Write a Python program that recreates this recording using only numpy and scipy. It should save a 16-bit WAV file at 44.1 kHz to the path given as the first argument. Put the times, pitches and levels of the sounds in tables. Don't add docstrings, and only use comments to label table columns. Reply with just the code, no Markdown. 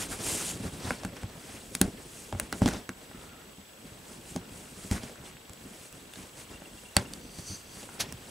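import sys
import numpy as np
from scipy import signal
from scipy.io import wavfile
from scipy.ndimage import uniform_filter1d

SR = 44100
rng = np.random.default_rng(int(sys.argv[2]) if len(sys.argv) > 2 else 0)


def wav_out(sig):
    wavfile.write(sys.argv[1], SR, np.round(np.clip(np.atleast_2d(sig).T, -1, 1) * 32767).astype(np.int16))


N = 366030

# f/Hz, phase/rad
PORT_PHASE = [(0, 0.24), (1210, -0.068), (1550, -0.67), (3880, 0.022), (16500, -0.019)]
# f/Hz, level/dB
PORT_BALANCE = [(60, 0.0), (150, 0.0), (380, 0.45), (950, 0.35), (2380, 0.0), (5980, 0.0), (15000, 0.0)]
# f/Hz, correlation/1
HAND_SAME = [(60, 1), (150, 0.99), (380, 0.97), (950, 0.53), (2400, 0.83), (6000, 0.96), (9000, 0.97),
             (11000, 1)]
# f/Hz, relative level/dB per Hz
BOARD = [(240, -21), (400, -0.5), (496, -8.5), (556, -12.5), (915, -10.5), (1190, -15), (1340, -12.5),
         (6000, -21.5), (7800, -46), (13200, -120)]


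def gain_of(db):
    return 10 ** (np.asarray(db) / 20)


def evened(x):
    return x / np.sqrt(np.mean(x ** 2) + 1e-20)


def read(points, hz):
    f, value = np.transpose(points)
    return np.interp(np.log(hz + 1), np.log(f + 1), value)


def follow(rows, column):
    rows = np.array(rows)
    t = np.arange(N) / SR
    return gain_of(np.interp(t, rows[:, 0], rows[:, column], -200, -200))


def add(mix, s, sound):
    part = mix[..., round(s * SR):][..., :sound.shape[-1]]
    part += sound[..., :part.shape[-1]]


def hiss(colour, same, patchy_db, flicker_db, size=512, count=N):
    frames, hz = 4 * count // size + 6, np.fft.rfftfreq(size, 1 / SR)
    a, b, c, d, patches = rng.standard_normal((frames, len(hz), 5)).T
    patches = uniform_filter1d(patches, 8, 0)
    patches = evened(uniform_filter1d(patches, 10, 1))
    flicker = evened(uniform_filter1d(rng.standard_normal(frames), 3))

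    alike = np.clip(read(same, hz), -1, 1)[:, None]
    left = a + 1j * b
    right = alike * left + np.sqrt(1 - alike ** 2) * (c + 1j * d)
    ports = gain_of(read(PORT_BALANCE, hz) / 2) * np.exp(.5j * read(PORT_PHASE, hz))
    spectrum = np.array([left, right]) * np.array([ports, 1 / ports])[..., None]

    shape_db = np.where(hz <= colour[-1][0], read(colour, hz), -200)
    spectrum *= gain_of(shape_db[:, None] + patchy_db * patches + flicker_db * flicker)
    noise = signal.istft(spectrum, nperseg=size, noverlap=3 * size // 4)[1]
    return evened(noise[:, :count])


def peaked(resonances):
    hz = np.geomspace(300, 15700, 500)
    power = sum(gain_of(2 * db) / (1 + (2 * (hz - f) / width) ** 2) ** 2 for f, width, db in resonances)
    return np.c_[hz, 10 * np.log10(power)]


def coloured(x, shape_db):
    both_sides_db = np.r_[shape_db, shape_db[-2:0:-1]]
    log_gain = np.log(gain_of(np.maximum(both_sides_db, -100)))
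    taps = np.fft.ifft(np.exp(signal.hilbert(log_gain).conj())).real[:1024]
    return signal.fftconvolve(x, taps)


def swell(t, peak_s, rise_s, fall_s, rise_power=1., fall_power=1.):
    early = t < peak_s
    away = abs(t - peak_s) / np.where(early, max(rise_s, .002), max(fall_s, .002))
    return -10 * away ** np.where(early, rise_power, fall_power)


def rings(blow, weight_db, damping):
    # nominal f/Hz, level/dB before weighting, t60/s before the damping factor
    box_modes = [(61.6, -6, 0.12), (92.4, 2, 0.13), (117.5, -6, 0.2), (144, -0.5, 0.045), (188, 2, 0.12),
                 (250.6, 3.5, 0.083), (357, -3.5, 0.1), (416, -7, 0.097), (590, -6.5, 0.071),
                 (778, -6, 0.038), (1090, -9.5, 0.032), (1370, -17.5, 0.03), (1550, -4, 0.019),
                 (2070, -14.5, 0.042), (2740, -16, 0.068)]
    hz, db, t60 = np.transpose(box_modes)[..., None]
    t = np.arange(SR // 4) / SR
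    shift, lag = rng.standard_normal((2, len(box_modes), 1))
    swing = np.sin(2 * np.pi * hz * (1 + 0.04 * shift) * t + 0.8 * lag)
    rise = 1 - np.exp(-t * hz / 0.35)
    modes = gain_of(db + weight_db(hz) - 60 * t / (t60 * damping)) * rise * swing
    sound = signal.fftconvolve(modes.sum(0), blow)
    return sound / abs(sound).max()


def camera():
    # f/Hz, rms level/dB
    whine_tones = [(7801, -65), (7826, -73)]
    # f/Hz, level re step/dB, t60/s
    step_rings = [(2805, -2, 0.032), (3270, 2, 0.016)]
    # t/s, peak level/dB, length/ms
    chirp_rows = [(6.534, -47, 17), (6.554, -48, 18), (6.652, -44, 13), (6.777, -48, 20), (6.8543, -47, 14),
                  (6.8788, -53, 18), (7.0549, -44.5, 13)]
    # f/Hz, relative level/dB per Hz
    air_colour = [(12, -30), (20, 2.5), (85, -9), (104, -11.5), (584, -4), (635, -6.5), (710, -7.5),
                  (1280, -10), (1780, -11.5), (2290, -12), (3200, -12), (6430, -20), (7600, -18),
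                  (8270, -23.5), (15700, -20.5)]
    # f/Hz, correlation/1
    air_same = [(60, 1), (150, 0.62), (380, 0.24), (950, 0.027), (2400, 0.055), (6000, 0.17), (9000, 0.79),
                (11000, 1)]
    first_step_s, step_period_s, step_db, step_spread_db = .014, 1 / 25, -52, 1.5
    chirp_hz, air_db = 2770, -54

    t = np.arange(N) / SR
    out = sum(gain_of(db) * np.sqrt(2) * np.sin(2 * np.pi * hz * t) for hz, db in whine_tones)

    at = np.round(np.arange(first_step_s, N / SR, step_period_s) * SR).astype(int)
    t = np.arange(800) / SR
    for hz, db, t60 in step_rings:
        steps = np.zeros(N)
        steps[at] = gain_of(step_db + step_spread_db * rng.standard_normal(len(at)))
        ring = gain_of(db - 60 * t / t60) * np.sin(2 * np.pi * hz * t)
        out += signal.oaconvolve(steps, ring)[:N]

    for s, db, ms in chirp_rows:
        t = np.arange(round(ms * SR / 1000)) / SR
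        add(out, s, gain_of(db) * np.hanning(len(t)) * np.sin(2 * np.pi * chirp_hz * t))

    return out + gain_of(air_db) * hiss(air_colour, air_same, patchy_db=1.5, flicker_db=0.5, size=1024)


def whirr():
    # start t/s, length/s, level/dB, f/Hz
    whirr_rows = [(3.11, .34, -60.5, 1334), (7.888, .1, -58, 1420)]
    fade_s, width_hz = .01, 100
    out = np.zeros((2, N))
    for s, length, db, hz in whirr_rows:
        t = np.arange(round(length * SR)) / SR
        band = hiss(peaked([(hz, width_hz, 0)]), HAND_SAME, patchy_db=.3, flicker_db=.8, count=len(t))
        fade = np.clip(np.minimum(t, length - t) / fade_s, 0, 1)
        add(out, s, gain_of(db) * fade * band)
    return out


def bedroom(x, t60=0.17, treble_t60=0.038):
    taps = np.zeros((2, SR // 4))
    slots = np.arange(120, SR // 4 - 20, 20)
    at = slots + rng.integers(0, 20, (2, (SR // 4 - 121) // 20))
    np.put_along_axis(taps, at, rng.choice([-1., 1.], at.shape), 1)

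    hz, t, (mid, side) = signal.stft(taps, SR, nperseg=128)
    side = side * gain_of(read([(300, -12), (1500, -6), (5000, -3), (10000, -10)], hz))[:, None]
    decay_s = read([(800, t60), (6000, treble_t60)], hz)[:, None]
    faded = np.array([mid + side, mid - side]) * gain_of(-60 * t / decay_s)
    tail = signal.istft(faded, SR, nperseg=128)[1]
    return signal.fftconvolve(x[None], tail / np.linalg.norm(tail[0]), axes=1)[:, :N]


def flick():
    # f/Hz, relative level/dB per Hz
    scrape_colour = [(180, -36), (300, -12), (554, -11), (852, -1), (1070, -19), (1620, -4), (2580, -5.5),
                     (3050, -6), (4460, -4.5), (6210, -5.5), (7210, -9.5), (10400, -10), (15700, -23)]
    peak_s, level_db, rise_s, fall_s, lead_s = 8.01, -26.5, .012, .014, .05
    t = np.arange(SR // 4) / SR
    scrape = hiss(scrape_colour, HAND_SAME, patchy_db=1.0, flicker_db=-0.5, size=128, count=len(t))
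    level = gain_of(level_db + swell(t, lead_s, rise_s, fall_s, rise_power=2.2))
    out = np.zeros((2, N))
    add(out, peak_s - lead_s, scrape * level)
    return out


def drag():
    # t/s, level/dB
    drag_levels = [(7.2, -61), (7.378, -55.5), (7.388, -48), (7.43, -56), (7.472, -44.5), (7.552, -45),
                   (7.59, -56), (7.68, -62), (7.742, -54), (7.85, -62)]
    # f/Hz, -6 dB width/Hz, level/dB
    edge_rings = [(4620, 510, 0), (6070, 700, -0.5), (8800, 500, -10)]
    return follow(drag_levels, 1) * hiss(peaked(edge_rings), HAND_SAME, patchy_db=1.5, flicker_db=0.9)


def knocks():
    # t/s, peak level/dB, favoured f/Hz, damping as factor on t60
    knock_rows = [(0.599, -30, 250, 0.51), (0.651, -26.5, 159, 0.9), (0.67, -36, 102, 0.58),
                  (0.846, -29, 94.2, 1), (0.907, -28, 261, 0.97), (1.048, -27, 191, 0.98),
                  (1.232, -26.5, 88, 0.86), (1.75, -32.5, 240, 0.9), (1.812, -12, 172, 0.62),
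                  (1.864, -38, 138, 0.9), (2.325, -29, 80.7, 0.77), (2.347, -31, 86.1, 1),
                  (2.398, -36, 164, 0.58), (2.527, -32, 188, 0.86), (2.617, -13.5, 158, 0.72),
                  (2.641, -23.5, 117, 0.74), (2.658, -15.5, 243, 0.69), (2.684, -31, 323, 0.48),
                  (2.89, -31.5, 253, 0.82), (3.146, -37, 352, 0.9), (3.581, -39.5, 185, 1),
                  (3.843, -40.5, 264, 0.93), (4.355, -23, 228, 1), (4.551, -46, 83.4, 0.53),
                  (4.848, -41, 200, 0.9), (4.912, -15.5, 80.7, 0.58), (4.95, -29, 186, 0.9),
                  (5.035, -33, 229, 1), (5.496, -39, 86.1, 0.76), (5.651, -37, 224, 1),
                  (6.966, -14, 117, 0.76), (7.385, -34.5, 128, 0.6), (7.499, -34, 93, 0.9),
                  (7.768, -38.5, 125, 0.43), (8.004, -37, 129, 0.97), (8.124, -34.5, 125, 0.9)]
    out, push = np.zeros(N), np.hanning(90)
    for s, db, deep_hz, damping in knock_rows:
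        near = lambda f: -8. * abs(np.log2(f / deep_hz))
        add(out, s, gain_of(db) * rings(push, near, max(damping, .2)))
    return out


def fibres(per_s=500, spread_db=3.0):
    size = gain_of(spread_db * np.minimum(rng.exponential(1, N), 4)) * rng.choice([-1, 1], N)
    tears = size * (rng.random(N) < per_s / SR)
    return evened(coloured(tears, read(BOARD, np.fft.rfftfreq(2048, 1 / SR)))[:N])


def contact():
    # t/s, skin hiss/dB, board rasp/dB, box rumble/dB
    resting_rows = [(0, -60, -48, -47), (0.75, -57, -54, -50), (1.301, -66, -55.5, -51),
                    (1.75, -53, -61, -53.5), (2.0, -62, -56.5, -50.5), (2.9, -62, -61.5, -59),
                    (3.4, -63, -58, -53), (3.72, -63.5, -67, -62.5), (4.3, -67, -57.5, -51),
                    (5.4, -64, -60, -55.5), (6.1, -65, -65.5, -61), (6.55, -63, -64, -52.5),
                    (6.85, -60, -60, -56), (7.25, -60, -61.5, -50), (7.7, -65, -62, -56),
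                    (8.3, -63, -57, -55)]
    # peak t/s, 10 dB rise/s, 10 dB fall/s, skin hiss/dB, board rasp/dB, box rumble/dB
    stroke_rows = [(0.02, .1, .045, -36, -41.5, -45), (0.125, .03, .04, -37.5, -42, -42),
                   (0.205, .02, .03, -45, -43, -39), (0.28, .06, .2, -32, -41, -46),
                   (0.5, 0.16, .045, -37, -46, -60), (0.56, 0.035, .03, -66, -58, -40),
                   (0.656, .05, .045, -47, -45, -38), (0.745, .03, .03, -51, -48, -43),
                   (0.877, 0.09, 0.092, -44.5, -40.5, -40), (1.043, 0.058, .045, -52.5, -50, -42),
                   (1.17, .03, .03, -55, -50, -52), (1.225, .03, .02, -54, -50, -55),
                   (1.537, .2, 0.11, -50, -50.5, -50), (1.756, .04, .02, -48, -58, -56),
                   (2.01, .05, .06, -57, -56, -51), (2.202, .17, .13, -48.5, -62, -63),
                   (2.407, 0.037, 0.079, -51, -51.5, -41.5), (2.585, .05, .04, -47, -62, -55),
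                   (2.735, .04, .07, -49, -42, -34.5), (3.031, .07, 0.04, -59, -57, -53),
                   (3.235, .1, .05, -56, -55, -47), (3.874, 0.097, 0.23, -58.5, -57.5, -55.5),
                   (4.121, 0.098, .1, -53, -57, -57), (4.305, .07, .07, -48, -59, -51),
                   (4.56, .09, .2, -51.5, -57.5, -48.5), (4.85, 0.13, .1, -48.5, -54, -50.5),
                   (4.97, .05, .025, -49, -44, -44), (5.036, .03, .11, -50.5, -49.5, -49.5),
                   (5.266, 0.042, 0.044, -52, -49, -55), (5.75, 0.2, 0.11, -54, -56, -52),
                   (5.857, .08, 0.042, -51, -61, -60), (5.956, 0.058, 0.16, -57, -56, -51.5),
                   (6.19, .08, .12, -51.5, -52, -51), (6.4, 0.051, .045, -47.5, -50, -53),
                   (6.515, 0.053, .08, -55.5, -50.5, -51.5), (6.67, .1, 0.051, -60, -57, -55),
                   (6.787, 0.087, .2, -55, -62, -62), (7.075, .04, .05, -60, -56, -46),
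                   (7.141, 0.047, .08, -55, -57.5, -50), (7.393, 0.094, .08, -50.5, -55, -48.5),
                   (7.498, .07, 0.11, -46.5, -54.5, -54), (7.79, .12, .13, -49, -54, -54),
                   (7.94, .04, .05, -52, -55, -51.5), (8.1, 0.065, .15, -59, -54, -52),
                   (8.299, 0.12, .1, -54, -54.5, -54)]
    # peak t/s, skin hiss/dB, board rasp/dB, box rumble/dB
    shudder_rows = [(1.826, -45, -43, -29), (1.88, -56, -57, -39), (2.34, -68, -54, -44),
                    (2.537, -52, -46, -39), (2.63, -46, -37, -27), (2.671, -40.5, -34.5, -27),
                    (4.37, -59, -51.5, -49), (4.925, -39, -38.5, -37), (6.977, -45.5, -37, -38),
                    (8.0, -61, -45, -43), (8.04, -61, -46, -44)]
    rise_round, fall_round = 1.3, 1.55
    shudder_rise_s, shudder_fall_s = 0.013, 0.047

    t = np.arange(0, N / SR, 1 / 1000)
    rest = np.transpose(resting_rows)
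    power = gain_of([2 * np.interp(t, rest[0], db) for db in rest[1:]])
    for s, rise_s, fall_s, *db in stroke_rows:
        level_db = np.c_[db] + swell(t, s, rise_s, fall_s, rise_round, fall_round)
        power = power + gain_of(2 * level_db)
    for s, *db in shudder_rows:
        level_db = np.c_[db] + swell(t, s, shudder_rise_s, shudder_fall_s)
        power = power + gain_of(2 * level_db)
    return [np.interp(np.arange(N) / SR, t, gain) for gain in np.sqrt(power)]


def hand():
    # f/Hz, relative level/dB per Hz
    skin_colour = [(1500, -14), (2600, -9), (3700, -11), (5700, -7.5), (7000, -4), (8500, -2.5), (9600, -4),
                   (10500, -9), (12500, -15), (15700, -25)]
    # f/Hz, relative level/dB per Hz
    rumble_colour = [(12, -43), (20, 4.5), (87, -3), (129, 0), (248, 0.5), (307, -5), (496, -10.5),
                     (536, -10), (800, -19), (1040, -49), (1760, -120)]
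    skin = hiss(skin_colour, HAND_SAME, patchy_db=1.5, flicker_db=1.0, size=256)
    rasp = hiss(BOARD, HAND_SAME, patchy_db=3.0, flicker_db=0.5, size=256)
    rasp = rasp + 0.46 * fibres()
    rumble = hiss(rumble_colour, HAND_SAME, patchy_db=2.0, flicker_db=2.5, size=1024)
    return sum(gain * layer for gain, layer in zip(contact(), (skin, rasp, rumble)))


def snaps_and_ticks():
    # t/s, tick peak level/dB, brightest f/Hz, treble tilt/dB per 5 kHz (0 at 5 kHz),
    # ring rms level/dB over its first 250 samples, favoured ring f/Hz, left over right/dB
    snap_rows = [(0.9064, -27, 8100, 0, -24.5, 1330, 0), (1.034, -29.5, 6760, -5, -39, 902, -0.5),
                 (1.049, -26, 5340, 0, -35, 1420, -0.5), (1.167, -34, 7820, -2, -47.5, 1570, -0.5),
                 (1.2326, -34, 7700, -5, -41, 815, 3), (1.7506, -10, 7400, -1, -40, 1590, 1),
                 (1.814, -3, 9400, 5, -25, 1640, 0.5), (1.8667, -37, 7560, 0, -50, 791, 2),
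                 (2.3255, -29, 3320, -7, -32, 760, 1), (2.348, -48, 7800, 0, -41, 848, -0.5),
                 (2.3981, -11, 9700, 3.1, -33, 1580, 1), (2.526, -18, 4120, 2, -29.5, 1600, -1.0),
                 (2.6182, -30, 7820, 0, -26.5, 786, -0.5), (2.659, -17.5, 3330, -5, -28.5, 780, -4),
                 (2.678, -19.5, 7680, 0, -30, 856, -0.5), (2.6864, -22, 3660, 0, -32.5, 1470, -0.5),
                 (2.7356, -26, 4030, -5, -39.5, 783, 0.0), (2.8914, -25, 5840, 0.5, -34.5, 1580, -1.0),
                 (3.113, -57, 7830, 0, -47, 1330, 1.0), (4.3612, -22, 6200, -0.5, -34, 760, 1.5),
                 (4.9124, -19.5, 3300, -2, -41, 818, -0.5), (4.9538, -36, 3200, 0, -41, 853, -1.0),
                 (4.9794, -36, 3920, 4, -43.5, 2100, -0.5), (5.0335, -30, 7750, -10, -46, 859, -3),
                 (5.096, -42, 7810, 0, -45.5, 958, 0.0), (5.1568, -45, 3220, 0, -49, 1490, 1.0),
                 (5.368, -44, 7810, 0, -51, 2710, -0.5), (5.495, -34, 7800, 1, -50, 883, 0.0),
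                 (5.5333, -31, 7810, 3, -61, 2760, 4), (5.926, -32, 4290, 3, -57, 2760, -6),
                 (6.136, -31, 3520, 2, -51, 2510, 3), (6.157, -34, 3700, -8, -54, 2230, -2),
                 (6.6194, -49, 7820, 2, -45.5, 860, 0.0), (6.9663, 0.5, 4580, -1, -21.5, 790, -2),
                 (7.1354, -23.5, 4630, -2, -53, 850, -2), (7.3867, -29, 4670, -2, -48, 791, -1.5),
                 (7.7707, -44, 8410, 0, -50, 910, -4), (7.8302, -32, 8060, -5, -46, 869, -2),
                 (7.8898, -47, 7820, 0, -45, 1410, 2), (8.1237, -22, 6510, 3, -48, 2800, -3)]
    # f/Hz, filter gain/dB
    nail_colour = [(900, -25.5), (1600, -4.5), (3300, -1.5), (5500, -0.5), (8000, -1), (10500, -4),
                   (12700, -12.5), (16800, -17.5)]
    crackle_ms, release_share = 1.65, .62

    out, hz = np.zeros((2, N)), np.fft.rfftfreq(2048, 1 / SR)
    length = SR * crackle_ms / 1000
    t = np.arange(800) / length
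    for s, db, bright_hz, edge_db, board_db, board_hz, pan_db in snap_rows:
        crackle = (1 - release_share) * rng.choice([-1, 1], 800) * t * np.exp(1 - 2 * t)
        crackle[round(length / 2)] -= 2 * release_share
        bump_db = 6.8 * np.exp(-(np.log((hz + 1) / bright_hz) / 0.06) ** 2)
        tilt_db = edge_db * np.clip(hz / 5000 - 1, -.7, 2)
        tick = coloured(crackle, read(nail_colour, hz) + bump_db + tilt_db)
        tick /= abs(tick).max()

        near = lambda f: -7. * abs(np.log2(f / board_hz)) + 8.9 * np.log2(np.minimum(f / 700, 1))
        ring = rings(np.hanning(12), near, damping=0.33)
        ring /= ring[:250].std()

        pan = np.array([[pan_db / 2], [-pan_db / 2]])
        add(out, s, gain_of(db + pan) * tick)
        add(out, s + crackle_ms / 4000, gain_of(board_db + pan) * ring)
    return out


def scene():
    sharp = snaps_and_ticks()
    room = gain_of(-16) * bedroom(sharp.mean(0))
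    return sharp + room + knocks() + hand() + drag() + flick() + whirr() + camera()


def record(dry):
    ceiling, edge_hz = .88, 16700
    thin = signal.lfilter(*signal.butter(2, 38, "high", fs=SR), dry)
    held = np.clip(thin, -ceiling, ceiling)
    low_pass = signal.firwin(511, edge_hz, window=("kaiser", 9), fs=SR)
    return signal.oaconvolve(held, low_pass[None], "same")


dry = scene()
out = record(dry)
wav_out(out)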